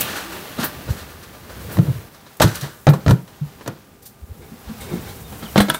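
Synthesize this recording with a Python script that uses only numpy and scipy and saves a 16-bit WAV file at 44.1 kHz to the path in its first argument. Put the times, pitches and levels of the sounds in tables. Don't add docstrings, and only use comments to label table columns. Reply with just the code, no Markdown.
import sys
import numpy as np
from scipy import signal
from scipy.fft import rfft, irfft, next_fast_len
from scipy.io import wavfile
from scipy.ndimage import uniform_filter1d

SR = 44100
rng = np.random.default_rng(int(sys.argv[2]) if len(sys.argv) > 2 else 0)


def pcm_store(signal):
    levels = np.round(np.clip(np.atleast_2d(signal), -1, 1) * 32767)
    wavfile.write(sys.argv[1], SR, levels.astype(np.int16).T)


N = 255647
TIME = np.arange(N) / SR
RING = TIME[:SR // 3]

# (frequency [Hz], level [dB])
HISS_COLOUR = [(3500, -18), (7000, -0.5), (11000, 0.5), (14500, 4), (16000, 5)]
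# (frequency [Hz], width [Hz], level [dB])
GRAIN_BUCKET_HOLLOW = [(317, 300, -7.5), (603, 17, -1), (950, 15, -18), (1188, 20, 3.5), (1490, 360, -3.5),
                       (1754, 90, -14), (2600, 79, -20), (3930, 2500, -19.5), (5970, 590, -3.5),
                       (14600, 2100, 0.5)]


def undb(db):
    return 10 ** (np.asarray(db) / 20)


def unit(x):
    return x / np.sqrt(np.mean(x ** 2))


def swell(rise, t60):
    attack = np.sin(np.pi / 2 * np.minimum(RING / rise, 1)) ** 2
    return attack * np.exp(-np.log(1000) * np.maximum(RING - rise, 0) / t60)


def add(track, s, sound):
    i = max(int(s * SR), 0)
    track[i:i + len(sound)] += sound[:max(N - i, 0)]


def gains(curve):
    s, *columns = np.transpose(curve)
    gate = np.clip(1 + np.minimum(TIME - s[0], s[-1] - TIME) / 0.11, 0, 1)
    return [gate * undb(np.interp(TIME, s, db)) for db in columns]


def colour(x, points, tilt_db=0):
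    hz, db = np.transpose(points)
    size = next_fast_len(len(x))
    f = np.maximum(np.fft.rfftfreq(size, 1 / SR), 1)
    shape = undb(np.interp(np.log(f), np.log(hz), db) + tilt_db * np.log2(f / 1000))
    roll_off = 1 / np.sqrt((1 + (hz[0] / f) ** 8) * (1 + (f / hz[-1]) ** 16))
    return unit(irfft(rfft(x, size) * shape * roll_off, size)[:len(x)])


def ticks(size, rate, spread_db):
    strength = undb(spread_db * np.minimum(rng.exponential(size=size), 3))
    return (rng.random(size) < rate / SR) * strength * rng.choice([-1, 1], size)


def flutter(rate_hz):
    hold = int(SR / rate_hz)
    steps = np.repeat(rng.standard_normal(N // hold + 1), hold)
    return unit(uniform_filter1d(steps, hold)[:N])


def hollow(x, resonances):
    peaks = sum(undb(db) * signal.lfilter(*signal.iirpeak(hz, hz / width, fs=SR), x)
                for hz, width, db in resonances)
    return unit(x + peaks)


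def damped_notes(events, rise, t60):
    out = np.zeros(N)
    for s, hz, db in events:
        add(out, s, undb(db) * swell(rise, t60) * np.sin(2 * np.pi * hz * RING))
    return out


def yard(air_db=-52.5):
    # (frequency [Hz], level [dB])
    partials = [(399, -63), (801, -66), (1200, -68)]
    # (frequency [Hz], level [dB])
    air_colour = [(30, -3), (70, -12), (140, 2), (280, -3.5), (550, -8), (1000, -17), (1500, -18),
                  (2750, -26.5), (14400, -33), (16000, -32)]
    hum = sum(undb(db + 2 * flutter(9.4)) * np.sqrt(2) * np.sin(2 * np.pi * hz * TIME)
              for hz, db in partials)
    return hum + undb(air_db) * colour(rng.standard_normal(N), air_colour)


def pour(patter_db=-1, rattle_db=-2, fizz_db=3, surge_db=1):
    # (time [s], flow level [dB], fizz level [dB])
    stream = [(0.0, -27, -29.5), (0.08, -30.5, -41), (0.29, -35, -44.5), (0.91, -38.5, -48),
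              (1.24, -43, -53), (1.51, -42.5, -52), (1.66, -38.5, -46), (1.83, -40, -48.5),
              (1.98, -41, -49.5), (2.15, -52, -60)]
    # (frequency [Hz], level [dB])
    patter_colour = [(110, -2.5), (180, 4), (350, -3), (500, -2), (850, -1), (1400, -6), (1900, -5.5),
                     (2700, -9), (4500, -10), (7000, -21), (9000, -62)]
    # (frequency [Hz], level [dB])
    rattle_colour = [(2000, -6), (2700, 6.5), (3400, 1), (4200, -4), (5200, -17)]
    flow, wet = gains(stream)
    patter = hollow(colour(ticks(N, rate=6000, spread_db=2.5), patter_colour), GRAIN_BUCKET_HOLLOW)
    fizz = colour(ticks(N, rate=13000, spread_db=4.5), HISS_COLOUR)
    rattle = colour(ticks(N, rate=3700, spread_db=5), rattle_colour) * flow / flow.max()
    impacts = undb(patter_db) * patter + undb(rattle_db) * rattle
    surge = undb(surge_db * flutter(38.26))
    return (flow * impacts + undb(fizz_db) * wet * fizz) * surge


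def rustle_and_rumble(rustle_db=-2, rumble_db=1):
    # (time [s], rustle level [dB], hiss level [dB])
    noise_ride = [(2.15, -46.5, -55), (2.41, -49.5, -54), (2.56, -41, -45), (2.72, -54, -51),
                  (3.09, -42.5, -50), (3.24, -49.5, -54.5), (3.7, -45.5, -54.5), (4.01, -55.5, -61),
                  (4.28, -53.5, -56.5), (4.79, -41, -48), (4.94, -37, -44), (5.24, -43.5, -44.5),
                  (5.66, -36.5, -43), (5.75, -36.5, -45)]
    # (frequency [Hz], level [dB])
    rustle_colour = [(120, -26), (215, 1), (320, -14), (480, -17.5), (700, -7.5), (1100, -10),
                     (1500, -11.5), (2200, -15), (3700, -17.5), (5900, -20.5), (9000, -35)]
    # (time [s], level [dB])
    rumble_ride = [(0.0, -35), (0.19, -49.5), (0.89, -40), (1.35, -47.5), (1.84, -29), (2.11, -50.5),
                   (2.44, -65), (2.52, -39.5), (2.91, -59), (3.05, -41), (3.18, -53), (3.46, -47.5),
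                   (4.23, -57), (4.36, -41.5), (4.71, -48.5), (4.84, -35.5), (5.21, -40.5), (5.8, -42)]
    # (frequency [Hz], level [dB])
    rumble_colour = [(25, -8), (45, -3.5), (65, 7), (110, 4), (160, 0), (220, -3.5), (330, -9.5),
                     (500, -3.5)]
    rustle_gain, hiss_gain = gains(noise_ride)
    rustle = colour(ticks(N, rate=9000, spread_db=3.5), rustle_colour) * undb(flutter(30))
    hiss = colour(ticks(N, rate=36000, spread_db=6.0), HISS_COLOUR) * undb(flutter(45))
    rumble = colour(rng.standard_normal(N), rumble_colour) * gains(rumble_ride)[0]
    return undb(rustle_db) * rustle_gain * rustle + hiss_gain * hiss + undb(rumble_db) * rumble


def slides(events, resonances, attack_share=0.088):
    # (frequency [Hz], level [dB])
    friction_colour = [(300, 12.5), (700, 9.5), (1700, 10.5), (2300, 3.5), (4200, 4), (6000, -3.5),
                       (8000, -2.5), (11500, -8), (14500, -10), (16000, -22)]
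    out = np.zeros(N)
    for s, db, t60, tilt_db in events:
        contacts = colour(ticks(len(RING), rate=8300, spread_db=2.5), friction_colour, tilt_db)
        add(out, s, undb(db) * swell(attack_share * t60, t60) * hollow(contacts, resonances))
    return out


def knocks(blows, modes, modes_db, crack_db, crowd_db):
    # (frequency [Hz], level [dB])
    crowd_colour = [(120, 19), (250, 12.5), (650, 2.5), (1500, -1.5), (2400, -13), (3900, -11.5),
                    (6000, -21), (10000, -32.5), (15000, -35)]
    firm_contact_s, firm_t60_s, crack_t60_s = 0.00088, 0.088, 0.02
    out = np.zeros(N)
    hz, db, mode_t60 = np.transpose(modes)
    crack = 1 + undb(crack_db) * np.exp(-np.log(1000) * RING / crack_t60_s)
    character = rng.standard_normal(len(RING))
    for s, blow_db, tilt_db, contact in blows:
        crowd_t60 = firm_t60_s * (contact / firm_contact_s) ** 0.4
        crowd = colour(character + rng.standard_normal(len(RING)), crowd_colour, tilt_db)
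        wall = crowd * swell(contact, crowd_t60) * crack
        pitch = hz * (1 + 0.008 * rng.standard_normal(len(hz)))
        weights = undb(db + tilt_db * np.log2(hz / hz[0]))
        ring = sum(weight * np.sin(2 * np.pi * (f * RING + rng.random())) * swell(contact, t60)
                   for weight, f, t60 in zip(weights, pitch, mode_t60))
        ring /= np.linalg.norm(weights)
        add(out, s, undb(blow_db) * (undb(crowd_db) * wall + undb(modes_db) * ring))
    return out


def grain_bucket():
    # (time [s], level [dB], decay t60 [s], brightness [dB/octave])
    clumps = [(.003, -18, 0.089, 11), (.02, -30, 1, 0.5), (.14, -28.5, 0.34, 1.5), (.31, -33.5, 0.18, 1),
              (.585, -27, 0.27, 2), (.622, -21, 0.16, 0), (.636, -21, 0.12, 22), (.885, -36.5, 0.26, 4.5),
              (.95, -38, 0.43, 2), (1.22, -40.5, 0.17, 2), (1.48, -39, 0.27, -0.5), (1.68, -35, 0.33, -3),
              (1.7, -36.5, 0.32, 14), (2.367, -43, 0.045, 12), (2.413, -9.5, 0.11, 2),
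              (2.44, -29, 0.46, 1.5), (2.53, -31, 0.33, 2.5), (2.555, -23, 0.018, 9),
              (2.6, -33.5, 0.47, 0.5), (2.887, -29.5, 0.094, 14), (2.93, -35.5, 0.097, 6),
              (3.088, -29.5, 0.15, 4.5), (3.107, -20, 0.037, 2), (3.675, -24.5, 0.028, 4),
              (4.016, -45.5, 0.17, 8.5), (4.05, -37.5, 0.15, 9.5)]
    # (time [s], level [dB], brightness [dB/octave], contact [s])
    blows = [(.572, -25.5, 1, 0.019), (.87, -28.5, 0, .021), (1.7695, -23.5, 1, .0006),
             (1.7875, -19.5, 0, .0003), (1.862, -29, -2, 0.011), (2.144, -44, 4, 0.0033),
             (2.262, -42.5, 3.5, 0.0061), (2.399, -19, 4.5, 0.0018), (2.405, -9.5, 0, .0003),
             (2.4215, -14.5, -1, 0.0013), (2.436, -10, -7, 0.0053), (2.609, -31.5, 11, 0.0028),
             (2.636, -30.5, 1.5, 0.0044), (2.8685, -7.5, 1, 0.000083), (2.877, -7.5, -1.5, 0.0022),
             (2.888, -13.5, 1, 0.00062), (2.932, -20, -0.5, 0.0043), (3.0625, -14.5, 0, 0.00058),
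             (3.0805, -14.5, 2.5, 0.000072), (3.0915, -6.5, -3.5, .001), (3.109, -8.5, -2, 0.00028),
             (3.275, -43.5, 4, 0.0044), (3.6095, -35, 1.5, 0.00093), (3.66, -30, 1, .002),
             (3.675, -21.5, -1, 0.0038)]
    # (frequency [Hz], level [dB], decay t60 [s])
    modes = [(334.5, -3.5, 0.15), (414, -9.5, 0.24), (531.6, 0.5, 0.063), (591, 4, 0.038), (690, -7, 0.085),
             (810, -11, 0.069), (955, 1, 0.038), (1252, -3, 0.025), (1376, -4, 0.089), (1840, -19, 0.15),
             (2420, -13, 0.11), (3770, -18, 0.08), (4000, -3, 0.01), (5170, -38, 0.043), (6400, -17, 0.055)]
    hits = knocks(blows, modes, modes_db=-2.5, crack_db=-9.0, crowd_db=0.5)
    return hits + slides(clumps, GRAIN_BUCKET_HOLLOW)


def filling(start_s=0.21, end_s=0.48, start_hz=305, end_hz=410, db=-40):
    count = int((end_s - start_s) * SR)
    phase = 2 * np.pi * np.cumsum(np.geomspace(start_hz, end_hz, count)) / SR
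    air = flutter(42.4)[:count] * np.sin(phase) + flutter(44)[:count] * np.cos(phase)
    out = np.zeros(N)
    add(out, start_s, undb(db) * np.sqrt(np.hanning(count)) * air)
    return out


def booms(t60=0.12, scatter_db=5):
    # (time [s], pitch [Hz], level [dB], attack [s])
    shoves = [(0.574, 231.3, -20, .019), (1.769, 146.5, -1, 0.024), (1.876, 129.4, -6, 0.016),
              (1.951, 108, -20, 0.02), (2.428, 141.8, -4, 0.032), (2.621, 139, -17, 0.014),
              (2.869, 144.2, 3.5, 0.025), (3.068, 140.3, 1.5, .015), (3.112, 167, 2.5, 0.01),
              (3.41, 148, -13.5, 0.014), (3.675, 159, -32, 0.0095), (4.502, 224, -31, 0.03),
              (4.678, 220, -24, 0.033), (4.914, 351, -24, .025), (4.921, 231, -17, 0.03),
              (5.428, 218, -22.5, 0.007), (5.56, 202.1, -3.5, 0.032), (5.7, 207, -24, 0.012)]
    # (frequency [multiple of the pitch], level [dB])
    air_modes = [(.77, -3.5), (1, 0.5), (1.2, -10.5), (2.17, -26.5)]
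    out = np.zeros(N)
    ratio, mode_db = np.transpose(air_modes)
    for s, hz, db, rise in shoves:
        weights = undb(mode_db + scatter_db * rng.standard_normal(len(ratio)))
        air = weights @ np.sin(2 * np.pi * hz * np.outer(ratio, RING)) / np.linalg.norm(weights)
        add(out, s, undb(db) * swell(rise, t60) * air)
    return out


def thuds():
    # (time [s], pitch [Hz], level [dB])
    landings = [(.879, 124, -14.5), (.885, 74, -15.5), (4.208, 70, -26.5), (4.286, 77, -24),
                (4.654, 64, -26.5)]
    return damped_notes(landings, rise=0.0334, t60=0.029)


def wall_buckles():
    # (time [s], pitch [Hz], level [dB])
    clacks = [(2.405, 622, -3), (2.406, 900, -8.5), (2.421, 960, -6.5), (2.422, 1820, -14),
              (2.869, 630, -9.5), (2.876, 778, -7), (2.937, 1105, -17.5), (5.5585, 587, -7)]
    return damped_notes(clacks, rise=0.0013, t60=0.035)


def second_bucket():
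    # (time [s], level [dB], decay t60 [s], brightness [dB/octave])
    scrapes = [(4.4, -43.5, 0.32, -1.5), (4.795, -36.5, .25, 4), (4.84, -36, 0.82, -2.5),
               (5.055, -38.5, 0.33, -1), (5.574, -24, .085, 4), (5.6, -21, 0.09, 6),
               (5.696, -18.5, 0.02, 18), (5.735, -27, 0.13, 4)]
    # (frequency [Hz], width [Hz], level [dB])
    resonances = [(380, 110, 15), (796, 24, 14), (1560, 130, -3), (1780, 81, -13), (2190, 160, 14),
                  (3660, 83, 14), (4000, 160, -5), (9000, 2100, 6), (13900, 3200, 8)]
    # (time [s], level [dB], brightness [dB/octave], contact [s])
    blows = [(4.67, -34.5, 3, 0.021), (4.91, -21, -3, 0.013), (5.08, -36, 8, 0.019), (5.316, -27, 0, 0.012),
             (5.414, -27.5, 3, 0.02), (5.558, -3.5, 0, 0.00098), (5.566, -10, 1.5, 0.0028),
             (5.577, -3.5, 3, 0.00086), (5.6028, -1, 1.5, 0.00027), (5.611, -15, 3.5, 0.0021),
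             (5.683, -15, 2, .003)]
    # (frequency [Hz], level [dB], decay t60 [s])
    modes = [(297, 4, 0.17), (536, 2.5, 0.06), (664, 2.5, 0.042), (779, 1, 0.084), (1090, -19, 0.066),
             (1330, -30, 0.054), (1643, -7.5, 0.13), (2140, -13, 0.052), (3150, -6.5, 0.031),
             (3370, -14, 0.12), (4080, -11, 0.11)]
    hits = knocks(blows, modes, modes_db=-7, crack_db=-3.5, crowd_db=-7.0)
    return hits + slides(scrapes, resonances)


def bird():
    # (time [s], length [s], start pitch [Hz], end pitch [Hz], level [dB])
    chirps = [(5.225, 0.067, 3700, 3640, -47.5), (5.446, 0.034, 3600, 2680, -36.5),
              (5.474, 0.034, 3300, 2700, -42)]
    out = np.zeros(N)
    for s, length, start_hz, end_hz, db in chirps:
        hz = np.geomspace(start_hz, end_hz, int(length * SR))
        whistle = np.sin(2 * np.pi * np.cumsum(hz) / SR)
        add(out, s, undb(db) * np.hanning(len(hz)) * whistle)
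    return out


def wire_handle():
    # (time [s], level [dB], brightness [dB/octave], contact [s])
    strikes = [(5.6997, -8, 5, 0.001), (5.745, -17, 1.5, 0.0005)]
    # (frequency [Hz], level [dB], decay t60 [s])
    modes = [(664, 4, 0.041), (955, 5, 0.039), (1325, 7, 0.033), (1546, -6, 0.1), (1660, 2, 0.032),
             (2950, -4.5, 0.026), (3440, 0, 0.027), (8900, -8.5, 0.0082), (9700, -8, 0.0067)]
    return knocks(strikes, modes, modes_db=5.0, crack_db=-21, crowd_db=-13.5)


def shed(x, t60=0.26):
    wet_gain = undb(-15) / 2
    echo_colour = [(150, 5.5), (1500, 1.5), (5000, -6.0), (16000, -30)]  # (frequency [Hz], level [dB])
    echo = colour(rng.standard_normal(len(RING)), echo_colour) * swell(0.012, t60)
    return x + wet_gain * signal.fftconvolve(x, echo / np.linalg.norm(echo))[:N]


def scene():
    buckets = grain_bucket() + second_bucket() + wire_handle() + booms() + wall_buckles()
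    return (shed(buckets + thuds() + bird()) + pour() + rustle_and_rumble() + yard() + filling())[None]


def record(dry, low_cut_hz=32, high_cut_hz=15700):
    rounded = dry / (1 + dry ** 6) ** (1 / 6)
    low_cut = signal.butter(2, low_cut_hz, "high", fs=SR, output="sos")
    high_cut = signal.ellip(10, .2, 80, high_cut_hz, fs=SR, output="sos")
    return signal.sosfilt(high_cut, signal.sosfilt(low_cut, rounded))


dry = scene()
out = record(dry)
pcm_store(out)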